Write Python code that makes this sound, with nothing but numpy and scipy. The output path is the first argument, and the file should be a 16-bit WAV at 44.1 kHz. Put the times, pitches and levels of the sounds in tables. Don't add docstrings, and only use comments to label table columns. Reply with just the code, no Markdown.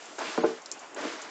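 import sys
import numpy as np
from scipy import signal
from scipy.fft import rfft, irfft, next_fast_len
from scipy.io import wavfile
from scipy.ndimage import uniform_filter1d, map_coordinates

SR = 44100
rng = np.random.default_rng(int(sys.argv[2]) if len(sys.argv) > 2 else 0)


def output_pcm(signal):
    pcm = np.clip(np.atleast_2d(signal).T, -1, 1) * 32767
    wavfile.write(sys.argv[1], SR, np.round(pcm).astype(np.int16))


def to_linear_factor(level_db):
    exponent = np.asarray(level_db, float) / 20
    return 10 ** exponent


N = 57330

# time_s, level_db
HISS_LEVEL = [(0.0, -50.5), (0.39, -52.5), (0.488, -55), (0.85, -54), (1.172, -67), (1.3, -55.5)]
# freq_hz, density_db
HISS_SPECTRUM = [(880, -7.5), (1500, -8), (1690, -9), (3000, -5.5), (3800, -8), (7600, -6.5), (9880, -20.5),
                 (16700, -120)]
# freq_hz, density_db
YARD_SPECTRUM = [(30, -39.5), (120, -16), (200, -19), (280, -10), (420, -14), (700, -12), (1200, -16),
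                 (3000, -27), (6000, -55)]
# time_s, level_db
YARD_LEVEL = [(0, -49), (.17, -49.5), (.62, -50), (.77, -48.5), (.85, -48.5), (.9, -50), (1.3, -49)]

# start_s, peak_db, pitch_hz, t60_s
TICKS = [(0.0561, -37.5, 6900, 0.027), (0.1903, -28.5, 6690, 0.0099), (0.585, -80, 7100, .02),
         (.619, -42, 6000, 0.022), (0.6592, -29, 4900, 0.02), (0.7153, -18, 5850, 0.0079),
         (0.7218, -28.5, 7450, 0.022), (0.738, -44, 6700, 0.037), (0.792, -41.5, 6400, 0.069),
         (0.9456, -31, 7080, 0.011), (1.011, -37.5, 7300, .02), (1.125, -41, 6960, 0.017),
         (1.131, -34.5, 7200, 0.014), (1.2177, -27, 6560, 0.0093), (1.2229, -35, 6700, 0.022),
         (1.228, -47, 6200, 0.026)]
# freq_hz, level_db, t60_share
PLASTIC_MODES = [(3000, -4, .5), (3570, -10, 0.41), (4300, -1.5, .7), (4840, 0, 0.7), (6200, -2, 0.74),
                 (6780, -4.5, 2.7), (7324, -0.5, 1.3), (8500, 2, .6)]
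TICK_WIDTH_LOG_HZ, TICK_RISE_S = 0.34, 0.00014
CRACK_DB, TICK_TAIL_DB, TICK_TAIL_T60_S = -5, -15, 0.1

# time_s, weight_db, edge_scrape_db, grit_db
DRAGS = [
    [(.179, -86, -77, -68), (.184, -41, -36.5, -44), (.225, -45.5, -34, -44), (.25, -40, -42.5, -40),
     (.285, -39, -44.5, -41), (.365, -53, -45.5, -42), (.48, -45, -44, -45), (.6, -57.5, -56.5, -58)],
    [(.88, -52.5, -70, -90), (.957, -44, -60, -70), (.965, -39.5, -37.5, -47.5),
     (1.01, -39.5, -40.5, -44.5), (1.06, -33.5, -40.5, -41.5), (1.1, -42, -45.5, -42),
     (1.2, -53, -48.5, -46), (1.3, -54, -54.5, -50.5)],
]
# freq_hz, width_hz, level_db
BOARD_PEAKS = [(247, 120, -1.5), (320, 61, 5), (468, 35.5, -0.5)]
# freq_hz, width_hz, level_db
EDGE_PEAKS = [(597, 145, -1.5), (770, 89, 0.5), (810, 126, 0), (1167, 360, -6.5), (1507, 253, -4.5)]
# freq_hz, density_db
GRIT_SPECTRUM = [(500, -26.5), (1000, -2.5), (1900, -4.5), (2600, -7), (3400, -9.5), (5000, -10),
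                 (7600, -15), (12000, -39)]
# center_s, half_length_s, level_db
RASPS = [
    (0.279, .04, -44.5),
    (1.063, 0.047, -50.5),
]
RASP_HZ, RASP_WIDTH_HZ = 2450, 1300
SLIPS_PER_S, SLIP_SPREAD_DB = 2500, 3
GRITS_PER_S, GRIT_SPREAD_DB = 9000, 1

# start_s, ring_db, held_s, held_gain_db, slap_db
KNOCKS = [
    (.3773, -26.5, 0.014, 5.5, 9.5),
    (0.4357, -22, 0.02, 6, -7.5),
]
# freq_hz, heel_db, sole_db, t60_s
HOLLOW_MODES = [(135.7, -22, -22, .6), (183.8, -6, -15, 0.6), (246.8, -2.5, -11.5, 0.8),
                (330.5, -2.5, -1.5, 0.29), (386, -15.5, -6.5, .5), (450.5, -3.5, -3, 0.64),
                (606, -12, -5.5, 0.15), (743, -10.5, -16.5, 0.39), (844, -17, -9.5, 0.075),
                (1044, -20.5, -20.5, 0.26), (1177, -14.5, -20, .07), (1465, -19.5, -22, 0.1)]
# freq_hz, level_db
SLAP_PARTIALS = [(700, -2.5), (980, 2.5), (1300, -3.5), (1550, -11.5)]
KNOCK_RISE_S, LIFT_S, STILL_S, WANDER_RAD = 0.0007, 0.0006, 0.2, 0.9
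RATTLE_DB, RATTLE_T60_S, SLAP_T60_S = -7.5, 0.37, 0.014

# freq_hz, gain_db
TREBLE_RESPONSE = [(7500, 1.5), (7800, -4), (8010, -19), (8250, -5.5), (8700, -14), (9050, -26), (9250, -65)]
# freq_hz, chance
DROPOUT_CHANCE = [(2800, 0), (3500, .25), (5000, .35), (6000, .5), (7400, .6), (7700, .85)]
DROPOUT_START_S, DROPOUT_BLOCK_S, DROPOUT_BLOCKS, DROPOUT_BAND_HZ = 0.392, 0.008, 8, 300
CEILING = 0.25
RUMBLE_DB, RUMBLE_HZ = -46, 89


def unit(x):
    return x / np.sqrt(np.mean(x ** 2) + 1e-20)


def along(points, hz):
    f, v = np.transpose(points)
    return np.interp(np.log(hz + 1), np.log(f + 1), v)


def curves(rows, **ends):
    s, *cols = np.transpose(rows)
    return [np.interp(np.arange(N) / SR, s, c, **ends) for c in cols]


def wobble(rate_hz):
    knots = rng.standard_normal(int(N * rate_hz / SR) + 4)
    return map_coordinates(knots, [np.arange(N) * rate_hz / SR])


def filtered(x, response):
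    m = next_fast_len(x.shape[-1] + 8192)
    spectrum = rfft(x, m) * response(np.fft.rfftfreq(m, 1 / SR))
    return irfft(spectrum, m)[..., :x.shape[-1]]


def resonances(peaks):
    def response(f):
        total = 0
        for k, (c, w, db) in enumerate(peaks):
            total = total + (-1) ** k * to_linear_factor(db) * 1j * f * w / (c * c - f * f + 1j * f * w)
        return total
    return response


def rush(spectrum, patchy_db):
    z = signal.stft(rng.standard_normal(N + 1024), nperseg=512)[2]
    field = uniform_filter1d(rng.standard_normal(z.shape), 6, 0)
    field = uniform_filter1d(field, 8, 1)
    x = signal.istft(z * to_linear_factor(patchy_db * unit(field)), nperseg=512)[1][:N]
    return unit(filtered(x, lambda hz: to_linear_factor(along(spectrum, hz))))


def grains(rate_hz, spread_db):
    hit, side, size = rng.random((3, N))
    return (hit < rate_hz / SR) * np.sign(side - 0.5) * to_linear_factor(-spread_db * np.log(size + 0.003))


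def yard():
    level_db = curves(YARD_LEVEL)[0] + 2.3 * wobble(25)
    return to_linear_factor(level_db) * rush(YARD_SPECTRUM, patchy_db=2.0)


def water():
    level_db = curves(HISS_LEVEL)[0] - 0.72 + 0.46 * wobble(36)
    return to_linear_factor(level_db) * rush(HISS_SPECTRUM, patchy_db=1)


def ticks():
    out, t = np.zeros(N + SR), np.arange(SR // 8) / SR
    for start_s, peak_db, pitch_hz, t60_s in TICKS:
        def near_db(f):
            return -9 * (np.log(f / pitch_hz) / TICK_WIDTH_LOG_HZ) ** 2

        ring = 0
        for hz, db, share in PLASTIC_MODES:
            a, b, c = rng.standard_normal(3)
            level_db = db + near_db(hz) + 1.6 * a - 60 * t / (share * t60_s)
            ring = ring + to_linear_factor(level_db) * np.sin(2 * np.pi * hz * (1 + 0.012 * b) * t + 0.5 * c)
        noise = unit(filtered(rng.standard_normal(len(t)), lambda f: to_linear_factor(near_db(f + 1))))
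        crack = to_linear_factor(CRACK_DB - 60 * t / t60_s)
        tail = to_linear_factor(TICK_TAIL_DB - 60 * t / TICK_TAIL_T60_S)
        rise = 1 - np.exp(-t / TICK_RISE_S)
        out[round(start_s * SR):][:len(t)] += to_linear_factor(peak_db - 7.5) * rise * (ring + noise * (crack + tail))
    return out[:N]


def drags():
    slips = grains(SLIPS_PER_S, SLIP_SPREAD_DB)
    wood = unit(filtered(slips, resonances(BOARD_PEAKS)))
    edge = unit(filtered(slips, resonances(EDGE_PEAKS)))
    sand = grains(GRITS_PER_S, GRIT_SPREAD_DB)
    grit = unit(filtered(sand, lambda hz: to_linear_factor(along(GRIT_SPECTRUM, hz))))
    band = resonances([(RASP_HZ, RASP_WIDTH_HZ, 0)])
    rasp = unit(filtered(grains(GRITS_PER_S, GRIT_SPREAD_DB), lambda hz: band(hz) ** 2))

    strokes = np.array([to_linear_factor(curves(rows, left=-120, right=-120)) for rows in DRAGS])
    weight, scrape, crunch = strokes.sum(axis=0)
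    t = np.arange(N) / SR
    speed = sum(to_linear_factor(db - 6 * ((t - s) / half_s) ** 2) for s, half_s, db in RASPS)
    rubbing = to_linear_factor(0.79 * wobble(90)) * (weight * wood + scrape * edge)
    return rubbing + to_linear_factor(0.8 * wobble(40)) * (crunch * grit + speed * rasp)


def knocks():
    out, t = np.zeros(N + SR), np.arange(SR // 2) / SR
    for k, (start_s, ring_db, held_s, held_db, slap_db) in enumerate(KNOCKS):
        ring = 0
        for j, mode in enumerate(HOLLOW_MODES):
            hz, mode_db, t60_s = mode[0], mode[1 + k], mode[3]
            drift_rad = WANDER_RAD * np.minimum(t / 0.03, 1) * wobble(35)[:len(t)]
            decay = to_linear_factor(mode_db - 60 * np.maximum(t - held_s / 2, 0) / t60_s)
            ring = ring + (-1) ** j * decay * np.sin(2 * np.pi * hz * t + drift_rad)

        body = resonances([(mode[0], 40, mode[1 + k]) for mode in HOLLOW_MODES])
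        rattle = unit(filtered(rng.standard_normal(len(t)), body))
        rattle = to_linear_factor(RATTLE_DB - 60 * t / RATTLE_T60_S) * rattle
        slap = sum(to_linear_factor(db) * np.sin(2 * np.pi * hz * t) for hz, db in SLAP_PARTIALS)
        slap = to_linear_factor(slap_db - 60 * t / SLAP_T60_S) * slap

        lift = 1 + np.exp(np.clip((t - held_s) / LIFT_S, -50, 50))
        pressed = to_linear_factor(held_db / lift - 35 * (t / STILL_S) ** 3)
        rise = 1 - np.exp(-t / KNOCK_RISE_S)
        out[round(start_s * SR):][:len(t)] += to_linear_factor(ring_db) * rise * (pressed * (ring + rattle) + slap)
    return out[:N]


def scene():
    return (yard() + water() + ticks() + drags() + knocks())[None]


def dropouts(x):
    hz, t, z = signal.stft(x, SR, nperseg=512, noverlap=448)
    block = np.floor((t - DROPOUT_START_S) / DROPOUT_BLOCK_S).astype(int)
    luck = (rng.random((80, 4)).argsort(axis=1) + rng.random((80, 1))) / 4
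    luck = np.repeat(luck, 2, axis=1)[(hz / DROPOUT_BAND_HZ).astype(int)]
    luck = luck[:, np.clip(block, 0, DROPOUT_BLOCKS - 1)]
    active = (block >= 0) & (block < DROPOUT_BLOCKS)
    lost = (luck < along(DROPOUT_CHANCE, hz)[:, None]) & active
    return signal.istft(z * ~lost, SR, nperseg=512, noverlap=448)[1][..., :N]


def roll_off(x):
    return signal.sosfilt(signal.butter(12, 9060, fs=SR, output="sos"), x)


def record(dry):
    def mic(hz):
        return (1j * hz / (170 + 1j * hz)) ** 3 * to_linear_factor(along(TREBLE_RESPONSE, hz))

    x = filtered(dry, mic)
    x = x / (1 + np.abs(x / CEILING) ** 4) ** (1 / 4)
    x = filtered(x, lambda hz: (1j * hz / (90 + 1j * hz)) ** 2)
    x = dropouts(x)
    level = np.sqrt(np.abs(uniform_filter1d(x ** 2, size=2800, axis=1)))
    rumble = unit(filtered(rng.standard_normal(N), lambda hz: 1 / (1 + (hz / RUMBLE_HZ) ** 4)))
    return roll_off(x + to_linear_factor(RUMBLE_DB) * level * rumble)


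dry = scene()
out = record(dry)
output_pcm(out)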